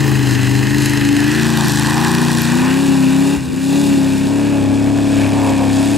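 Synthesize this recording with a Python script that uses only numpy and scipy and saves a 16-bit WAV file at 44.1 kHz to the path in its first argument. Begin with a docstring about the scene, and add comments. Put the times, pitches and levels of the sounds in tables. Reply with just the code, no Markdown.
"""A V8 pickup on open pipes comes at the microphone pair through a flooded field, at full throttle.
Its pipes drone on the orders of the firing cycle, each firing spits gas, and the tyres fling mud and water.
It passes side-on just after one second, turns away, and is heard from behind by three.
The driver lifts off once and the pipes thump; the engine picks up again and churns on, far across the field."""
import sys
import numpy as np
from scipy import signal
from scipy.fft import rfft, irfft
from scipy.io import wavfile
from scipy.ndimage import uniform_filter1d, minimum_filter1d

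SR = 44100
rng = np.random.default_rng(int(sys.argv[2]) if len(sys.argv) > 2 else 0)


def materialize(psi):
    """Save the field psi as 16-bit PCM at rate SR to the path in sys.argv[1].

    A 1-D psi becomes a single channel; in a 2-D psi each row is a channel.
    """
    bounded = np.clip(np.atleast_2d(psi).T, -1, 1)
    quanta = np.round(bounded * 32767).astype(np.int16)
    wavfile.write(sys.argv[1], SR, quanta)


N = 263277
T = np.arange(N) / SR
HZ = np.fft.rfftfreq(N, 1 / SR)


def amp(db):
    """Decibels to gain."""
    return 10 ** (np.asarray(db) / 20)


def unit(x):
    """Scales to rms 1."""
    return x / np.sqrt(np.mean(x ** 2) + 1e-20)


def steady(x, seconds=0.135):
    """Scales to a running rms of 1."""
    return x / np.sqrt(abs(uniform_filter1d(x ** 2, int(seconds * SR))) + 1e-12)


def over_time(points):
    """Joins (seconds, value) points, sample by sample."""
    return np.interp(T, *np.transpose(points))


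def over_hz(points):
    """Joins (Hz, value) points on a log axis."""
    hz, value = np.transpose(points)
    return np.interp(np.log(HZ + 1), np.log(hz + 1), value)


def colour(x, spectrum):
    """Filters by (Hz, dB) points."""
    return irfft(rfft(x) * amp(over_hz(spectrum)), N)


def wander(hz, step=64):
    """Slow random drift of rms 1, up to about hz."""
    slow = T[::step]
    rolloff = 1 + (np.fft.rfftfreq(len(slow), step / SR) / hz) ** 4
    drift = irfft(rfft(rng.standard_normal(len(slow))) / rolloff, len(slow))
    return unit(np.interp(T, slow, drift))


def swell(centre, length):
    """A smooth rise to 1 and back."""
    return np.exp(-(2 * (T - centre) / length) ** 2)


def swells(rows):
    """Sums a swell for each event; one curve for each dB column."""
    return sum(np.outer(dbs, swell(centre, length)) for centre, length, *dbs in rows)


# The truck as seen from the microphone. 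Each row: time in seconds, view
# (-1 approaching, 0 side-on, 1 turning, 2 from behind, 3 far off).
HEADING = [(.42, -1), (.72, -0.72), (1.17, 0), (1.48, 1.2), (1.85, 0.7), (2.1, 1), (2.95, 2), (3.75, 2),
           (4.7, 3), (5.3, 3)]

def by_view(versions):
    """Blends as the truck turns: five versions run from approaching to far off, four from side-on."""
    views = np.arange(4 - len(versions), 4)
    view = np.clip(over_time(HEADING), views[0], views[-1])
    return sum(np.maximum(1 - abs(view - k), 0) * v for k, v in zip(views, versions))


def radiate(x, spectra):
    """Sound reaches the microphone with a colour that depends on the view."""
    return steady(by_view([unit(colour(x, s)) for s in spectra]))


# Wind right on the microphone. Each row: frequency in Hz, relative level in dB.
BREEZE_COLOUR = [(10, -10), (25, -13), (55, 7), (90, 5), (200, -29), (500, -60)]

def breeze(level_db=-45):
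    """Air buffets each microphone port on its own."""
    return amp(level_db) * np.array([unit(colour(rng.standard_normal(N), BREEZE_COLOUR)) for _ in range(2)])


def field_scatter(x, level_db=-18, t60=0.12):
    """Faint scatter from the ground and banks, different at each port."""
    t = T[:SR // 2]
    taps = rng.standard_normal((2, len(t))) * amp(-60 * t / t60) * (t > .004)
    return amp(level_db) * signal.oaconvolve(x[None], taps / np.linalg.norm(taps[0]), axes=1)[:, :N]


# At the microphone pair. Each row: frequency in Hz, left minus right in dB.
PORT_BALANCE = [(40, 4.5), (110, 6.7), (180, 6), (270, 3.4), (450, 1), (650, -2.7), (850, -.5), (1300, -.7),
                (2050, 0), (2300, 2), (2750, 2.7), (3100, -.3), (3400, 2.3), (4000, .2)]
# Each row: frequency in Hz, left's phase lead in radians.
PORT_LEAD = [(40, -.4), (130, -.6), (230, -1), (540, -.85), (750, -.3), (1400, 0), (2050, -.35),
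             (2250, .35), (2900, -.25), (3400, 0)]

def ports(x):
    """The two microphone ports differ in level and phase, mostly in the bass."""
    half = amp(over_hz(PORT_BALANCE) / 2) * np.exp(.5j * over_hz(PORT_LEAD))
    pair = np.array([half, 1 / half])
    return irfft(rfft(x) * pair / abs(pair.mean(0)), N)


# Mud under the tyres, out in the field. Each row: frequency in Hz, relative level in dB.
MUD_COLOUR = [(15, -28), (40, -21), (90, -4), (200, 2.5), (300, 3), (420, -5), (600, -24), (1200, -94)]

def mud_churn(level_db, lumps_db=5.0, lumps_hz=8.1):
    """The tyres heave through deep mud: a lumpy low rumble."""
    return amp(level_db + lumps_db * wander(lumps_hz)) * unit(colour(rng.standard_normal(N), MUD_COLOUR))


# One thump on the approach, three as the driver lifts off.
# Each row: centre in seconds, level in dB, pitch in Hz, length in seconds.
THUMPS = [(.765, -28, 52, .07), (3.382, -20, 72, 0.03), (3.423, -24, 132, 0.053), (3.49, -26, 76, 0.05)]

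def thumps():
    """Dull thumps: a few cycles of low pressure under a smooth swell."""
    return sum(amp(db) * swell(centre, length) * np.cos(2 * np.pi * hz * (T - centre))
               for centre, db, hz, length in THUMPS)


# How hard the cylinders spit, one row a view from side-on to far off.
# Each row: eight strengths, which contrast scales to dB.
CYLINDER_STRENGTH = [(-11, 7, -8.5, -10, -12, -7.5, -3, -16), (-6.5, -7, -14, 3, -28, -24, -6, -16),
                     (3, -10, -3, 2, -3, 2, -7, -11), (-15, 1.5, 12.5, -10, -5, 6, -5, 13.5)]

def firings(cycles, scatter_db, contrast):
    """One click for each firing, eight a cycle, sized by its cylinder and by chance."""
    stroke = np.floor(8 * cycles).astype(int)
    fires = np.diff(stroke, prepend=0) > 0
    strength = by_view([np.array(row)[stroke % len(row)] for row in CYLINDER_STRENGTH])
    chance = np.clip(rng.standard_normal(N), -2, 2)
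    return fires * amp(contrast * strength + scatter_db * chance)


def bursts(clicks, rise_s):
    """Each click lets out a puff of turbulence that rises fast and dies away."""
    age = T[:2000] / rise_s
    envelope = signal.oaconvolve(clicks, age * np.exp(-age))[:N]
    return unit(envelope * rng.standard_normal(N))


# Spits at the microphone. Each entry: level in dB, from approaching to far off.
SPIT_DB = [-47, -43.5, -36, -49, -53.5]

def spits(cycles, gain_db, low_hz=6800, high_hz=12000):
    """The hardest firings stand out as millisecond chirps, each at a high pitch of its own."""
    clicks = firings(cycles, scatter_db=3.2, contrast=1.5)
    starts = np.flatnonzero(clicks)
    t = T[:400]
    out = np.zeros(N + len(t))
    for i, (pitch, length, glide) in zip(starts, rng.random((len(starts), 3))):
        hz = low_hz * (high_hz / low_hz) ** pitch
        age = t / (.0002 + .00025 * length)
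        chirp = np.sin(2 * np.pi * hz * t * (1 + .03 * (glide - .5) * age))
        out[i:i + len(t)] += clicks[i] * age * np.exp(-age) * chirp * low_hz / hz
    return amp(by_view(SPIT_DB) + gain_db) * steady(out[:N], 0.18)


# Treble at the microphone, one list a view from side-on. Each row: frequency in Hz, relative level in dB.
TREBLE_COLOURS = [
    [(1820, -10), (3100, -1), (3410, -13), (4090, 2), (4440, -4), (5180, -2), (5780, -10), (6270, -2.5),
     (6750, -4.5), (7830, -5.5), (9930, -13.5), (11800, -11), (15600, -30)],
    [(1820, -32), (3100, 1), (4260, 3.5), (5250, 0), (5900, 2.5), (6440, -5), (6940, -0.5), (8670, -3),
     (10200, -11.5), (11400, -8), (15600, -18.5)],
    [(1820, -50), (3100, -6.5), (3500, 2), (4780, -1.5), (5220, -1.5), (6020, -6), (6980, -0.5), (7990, -2),
     (9860, -7), (12300, -11.5), (15600, -22)],
    [(1820, -18), (3100, -4.5), (3340, -1.5), (4260, -5), (5180, -5), (6100, -9), (6660, -6), (8210, -5),
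     (10500, -16), (12600, -18), (15600, -31)],
]
# From approaching to far off. Each entry: level in dB; below, flung mud and water's share of the power.
TREBLE_DB = [-29.5, -29, -27, -30.5, -36]
SPRAY_SHARE = [0.82, 0.63, 0.5, 0.7, 0.78]

def cracks_and_spray(cycles, gain_db, drops_per_s=1400, drop_db=1.5, mist=1.07):
    """Exhaust cracks mix with the patter and hiss of flung mud."""
    cracks = bursts(firings(cycles, scatter_db=2.0, contrast=.78), rise_s=.001)
    lands = rng.random(N) < drops_per_s / SR
    drops = lands * amp(drop_db * np.minimum(rng.exponential(1, N), 4))
    spray = unit(bursts(drops, rise_s=0.00074) + mist * rng.standard_normal(N))
    share = np.clip(by_view(SPRAY_SHARE), 0, 1)
    mix = np.sqrt(1 - share) * steady(cracks) + np.sqrt(share) * spray
    return amp(by_view(TREBLE_DB) + gain_db) * radiate(mix, TREBLE_COLOURS)


# The pipe mouths, one list a view from side-on. 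Each row: frequency in Hz, relative level in dB.
RASP_COLOURS = [
    [(740, -13), (1250, -12), (1350, -12), (1680, -1), (1820, 1.5), (2080, -6), (2270, -16), (2560, -4),
     (3110, -11.5), (3400, -16), (4420, -32), (7480, -120)],
    [(740, -26), (1250, -11), (1310, -6.5), (1560, 3), (1780, 5), (1910, 3), (2150, -15), (2450, -1),
     (3210, -13.5), (3400, -10), (4420, -22), (7480, -120)],
    [(740, -9.5), (1250, -10.5), (1570, 2.5), (1750, -1.5), (1880, -0.5), (2090, -10.5), (2370, -0.5),
     (2790, 1), (3110, -13), (3400, -17), (4420, -33), (7480, -120)],
    [(740, -10.5), (1250, -11.5), (1790, -4), (2010, -16.5), (2230, -7), (2430, -5), (2590, -4.5),
     (3050, -18.5), (3230, -26), (3400, -16.5), (4420, -54), (7480, -120)],
]
# Each entry: level in dB, from approaching to far off.
RASP_DB = [-26.5, -24.5, -24.5, -31.5, -33]

def rasp(cycles, gain_db, wash=0.71, ring_s=0.0019):
    """Gas tears out of the pipe mouths at each firing and rings the steel, over the wash of the tyres."""
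    clicks = firings(cycles, scatter_db=1.3, contrast=0.51)
    age = T[:1000] / ring_s
    ring = age * np.exp(-age) * rng.standard_normal(len(age))
    steel = .6 * unit(signal.oaconvolve(clicks, ring)[:N])
    mix = bursts(clicks, rise_s=0.0015) + steel + wash * rng.standard_normal(N)
    return amp(by_view(RASP_DB) + gain_db) * radiate(mix, RASP_COLOURS)


# The pipes' midrange, one list a view from side-on. Each row: frequency in Hz, relative level in dB.
BARK_COLOURS = [
    [(330, -34), (400, 9.5), (470, -3), (570, -7), (760, -9.5), (860, -8), (1050, -11), (1250, -19),
     (1450, -32)],
    [(330, -33), (400, -15), (470, -16), (600, -10), (850, 4.5), (1080, 3), (1250, -6), (1450, -36)],
    [(330, -39), (420, 2.5), (560, 8.5), (680, -0.5), (820, 2), (1050, -2), (1250, -8), (1450, -38)],
    [(330, -63), (430, -3), (570, -2.5), (680, -2.5), (880, 1), (1100, -5.5), (1250, -13), (1450, -41)],
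]
# Each entry: gas noise's share of the power, from side-on to far off.
GAS_SHARE = [.5, .22, .17, .14]
# Below and above about 740 Hz. Each entry: level in dB, from approaching to far off.
THROAT_DB = [-38.5, -39, -40, -36, -30]
SNARL_DB = [-34, -36, -27.5, -35, -35]

def bark(cycles, throat_gain_db, snarl_gain_db, waver=.6, waver_hz=2.5):
    """The higher orders growl in the pipes, roughened by gas: a low throat and a brighter snarl."""
    growl = 0
    for order in range(12, 50):
        tone = np.exp(2j * np.pi * (order * cycles + rng.random()))
        drift = wander(waver_hz) + 1j * wander(waver_hz)  # in level and phase
        growl += (tone * (1 + waver * drift)).real
    gas = bursts(firings(cycles, scatter_db=0.5, contrast=0.36), rise_s=0.0018)
    share = np.clip(by_view(GAS_SHARE), 0, 1)
    mix = np.sqrt(1 - share) * radiate(growl, BARK_COLOURS) + np.sqrt(share) * radiate(gas, BARK_COLOURS)
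    low = colour(mix, [(690, 0), (740, -6), (850, -40)])
    throat = amp(by_view(THROAT_DB) + throat_gain_db) * steady(low)
    snarl = amp(by_view(SNARL_DB) + snarl_gain_db) * steady(mix - low)
    return throat + snarl


# The drone across the field. Each row: order of the firing cycle, then its base level in dB
# approaching, side-on, turning, from behind and far off.
DRONE_ORDERS = [(2, -44, -42, -50, -43.5, -38.5), (3, -34, -36, -33, -35.5, -23),
                (4, -30, -28.5, -33.5, -28.5, -34), (5, -17.5, -25, -21.5, -24, -31.5),
                (6, -44, -34.5, -25, -25.5, -27.5), (7, -50, -43, -46, -37.5, -29),
                (8, -27, -30.5, -22.5, -19, -20.5), (9, -43, -49, -36.5, -38, -30.5),
                (10, -40, -34, -35, -37, -36.5), (11, -25.5, -17.5, -25, -31.5, -34.5),
                (12, -33, -40, -36, -47, -61), (13, -31.5, -27, -29, -44, -35.5),
                (14, -53, -38, -54, -47, -41), (16, -35.5, -41, -46, -38.5, -50),
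                (19, -53, -47.5, -48, -47, -45), (24, -50, -55, -44.5, -35.5, -50)]
# Each row: centre in Hz, width in Hz, lift in dB.
PIPE_RESONANCES = [(125, 12, 2), (265.7, 69, 4.5), (860, 55, 3.5)]

def drone(cycles, speed, flutter=0.042, shimmer=0.12, dispersion=1.22, racing_db_per_hz=0.85, recent_s=2.3):
    """Low orders slide through the pipe resonances; uneven combustion shakes them together and apart."""
    bank = np.array([1, 3, 4, 6]) / 8  # one bank fires at uneven steps of the cycle
    # the upper orders harden as the engine races above its recent speed
    racing_db = racing_db_per_hz * (speed - uniform_filter1d(speed, int(recent_s * SR)))
    out = np.zeros(N)
    for order, *view_db in DRONE_ORDERS:
        pipe_db = sum(db / (1 + (2 * (order * speed - hz) / width) ** 2) for hz, width, db in PIPE_RESONANCES)
        level_db = by_view(view_db) + pipe_db + racing_db * np.interp(order, (4.4, 13), [0, 1])
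        bank_phase = np.angle(np.exp(-2j * np.pi * order * bank).sum() + 1e-6)
        phase = bank_phase - dispersion * order ** 2  # the pipe smears each pulse
        tone = np.cos(2 * np.pi * order * cycles + phase)
        out += amp(level_db) * (1 + shimmer * wander(hz=6)) * tone
    return np.sqrt(2) * out * (1 + flutter * wander(hz=106))


def throttle_lift(start_s=3.35, shut_s=0.041, coast_s=0.13, reopen_s=0.21):
    """The driver lifts off once: how far the throttle is shut, 0-1."""
    return np.interp(T, start_s + np.cumsum([0, shut_s, coast_s, reopen_s]), [0, 1, 1, 0])


# The engine sags and recovers as the tyres grip and slip.
# Each row: time in seconds, four-stroke cycles a second.
ENGINE_SPEED = [(0.0, 27.5), (0.35, 24.6), (0.48, 24.9), (0.8, 26.6), (1.05, 25.8), (1.25, 26.4),
                (1.36, 28.1), (1.49, 28.7), (1.73, 26.3), (1.89, 27.2), (2.03, 29.1), (2.21, 30.2),
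                (2.44, 29.0), (2.83, 34.6), (3.06, 32.8), (3.36, 35.3), (3.47, 31.8), (3.82, 35.6),
                (4.04, 33.7), (4.19, 33.8), (4.46, 35.9), (4.64, 34.2), (4.97, 35.1), (5.25, 34.5),
                (5.39, 35.1), (5.47, 34.0), (5.75, 33.8), (5.97, 35.5)]
# The tyres throw up sheets of mud and water. Each row: centre and length in seconds, treble lift in dB.
SPLASHES = [(.32, 0.093, 2.5), (.85, .15, 5), (1.35, 0.083, 1.5), (1.75, 0.26, 3), (2.05, 0.12, 2),
            (2.42, 0.22, 3), (3.83, 0.21, 3), (5.2, 0.35, 4.5), (5.48, 0.14, 4.5), (5.88, 0.53, 6.5)]
# The pipes flare up. Each row: centre and length in seconds, then throat, snarl and rasp gain in dB.
PIPE_SURGES = [(.08, 0.22, 3, 3, -1), (.4, .16, 2, -2, 1), (1.35, 0.18, 6.5, -2, 2),
               (2.0, 0.44, 3, 4.5, 0.5), (2.68, 0.49, -0.5, 6, 3.5), (3.2, 0.49, -1, 3, 2),
               (4.56, .2, 1.5, 1.5, 1), (5.22, 0.19, 3.5, 1, 5.5), (5.4, 0.22, 5, 9, 2.5),
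               (5.72, 0.44, 2, 4, 2.5)]
# The drone leans left as the truck passes. Each entry: left minus right in dB, from side-on to far off.
DRONE_LEAN_DB = [0.97, .5, 0.07, -0.078]

def scene(waver_hz=10.2, wash_follow=0.064, spit_follow=2.4):
    """All the engine's layers turn on one crankshaft, and follow the truck's heading and its throttle."""
    speed = over_time(ENGINE_SPEED)
    cycles = np.cumsum(speed) / SR
    shut = throttle_lift()
    splash_db, = swells(SPLASHES)
    throat_surge_db, snarl_surge_db, rasp_surge_db = swells(PIPE_SURGES)
    # each layer wavers, and drops while the throttle is shut
    bark_db = 1.57 * wander(waver_hz) - 5.5 * shut
    rasp_db = 0.8 * wander(waver_hz) - 5.5 * shut
    treble_db = 0.5 * wander(waver_hz) - 7 * shut
    upper = bark(cycles, bark_db + throat_surge_db, bark_db + snarl_surge_db)
    upper += rasp(cycles, rasp_db + rasp_surge_db + wash_follow * splash_db)
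    upper += cracks_and_spray(cycles, treble_db + splash_db)
    upper += spits(cycles, treble_db + spit_follow * splash_db)
    low = amp(-10 * shut) * drone(cycles, speed)
    lean = amp(by_view(DRONE_LEAN_DB) * np.array([[1], [-1]]) / 2)
    mud = ports(mud_churn(level_db=-35))
    mud += np.array([mud_churn(level_db=-30) for _ in range(2)])  # each port's own rumble
    return lean * ports(low) + ports(upper + thumps()) + mud + field_scatter(upper) + breeze()


def record(dry, gain_db=-0.06, ceiling=.83, hold_samples=300, edge_hz=15850):
    """Behind the microphone a quick limiter holds the highest peaks down; then a low-pass."""
    dry = dry * amp(gain_db)
    gain = np.minimum(1, ceiling / (abs(dry).max(0) + 1e-9))
    limited = dry * uniform_filter1d(minimum_filter1d(gain, hold_samples), hold_samples)
    lowpass = signal.firwin(1023, edge_hz, window=("kaiser", 9), fs=SR)
    return signal.oaconvolve(limited, lowpass[None], "same")


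dry = scene()
out = record(dry)
materialize(out)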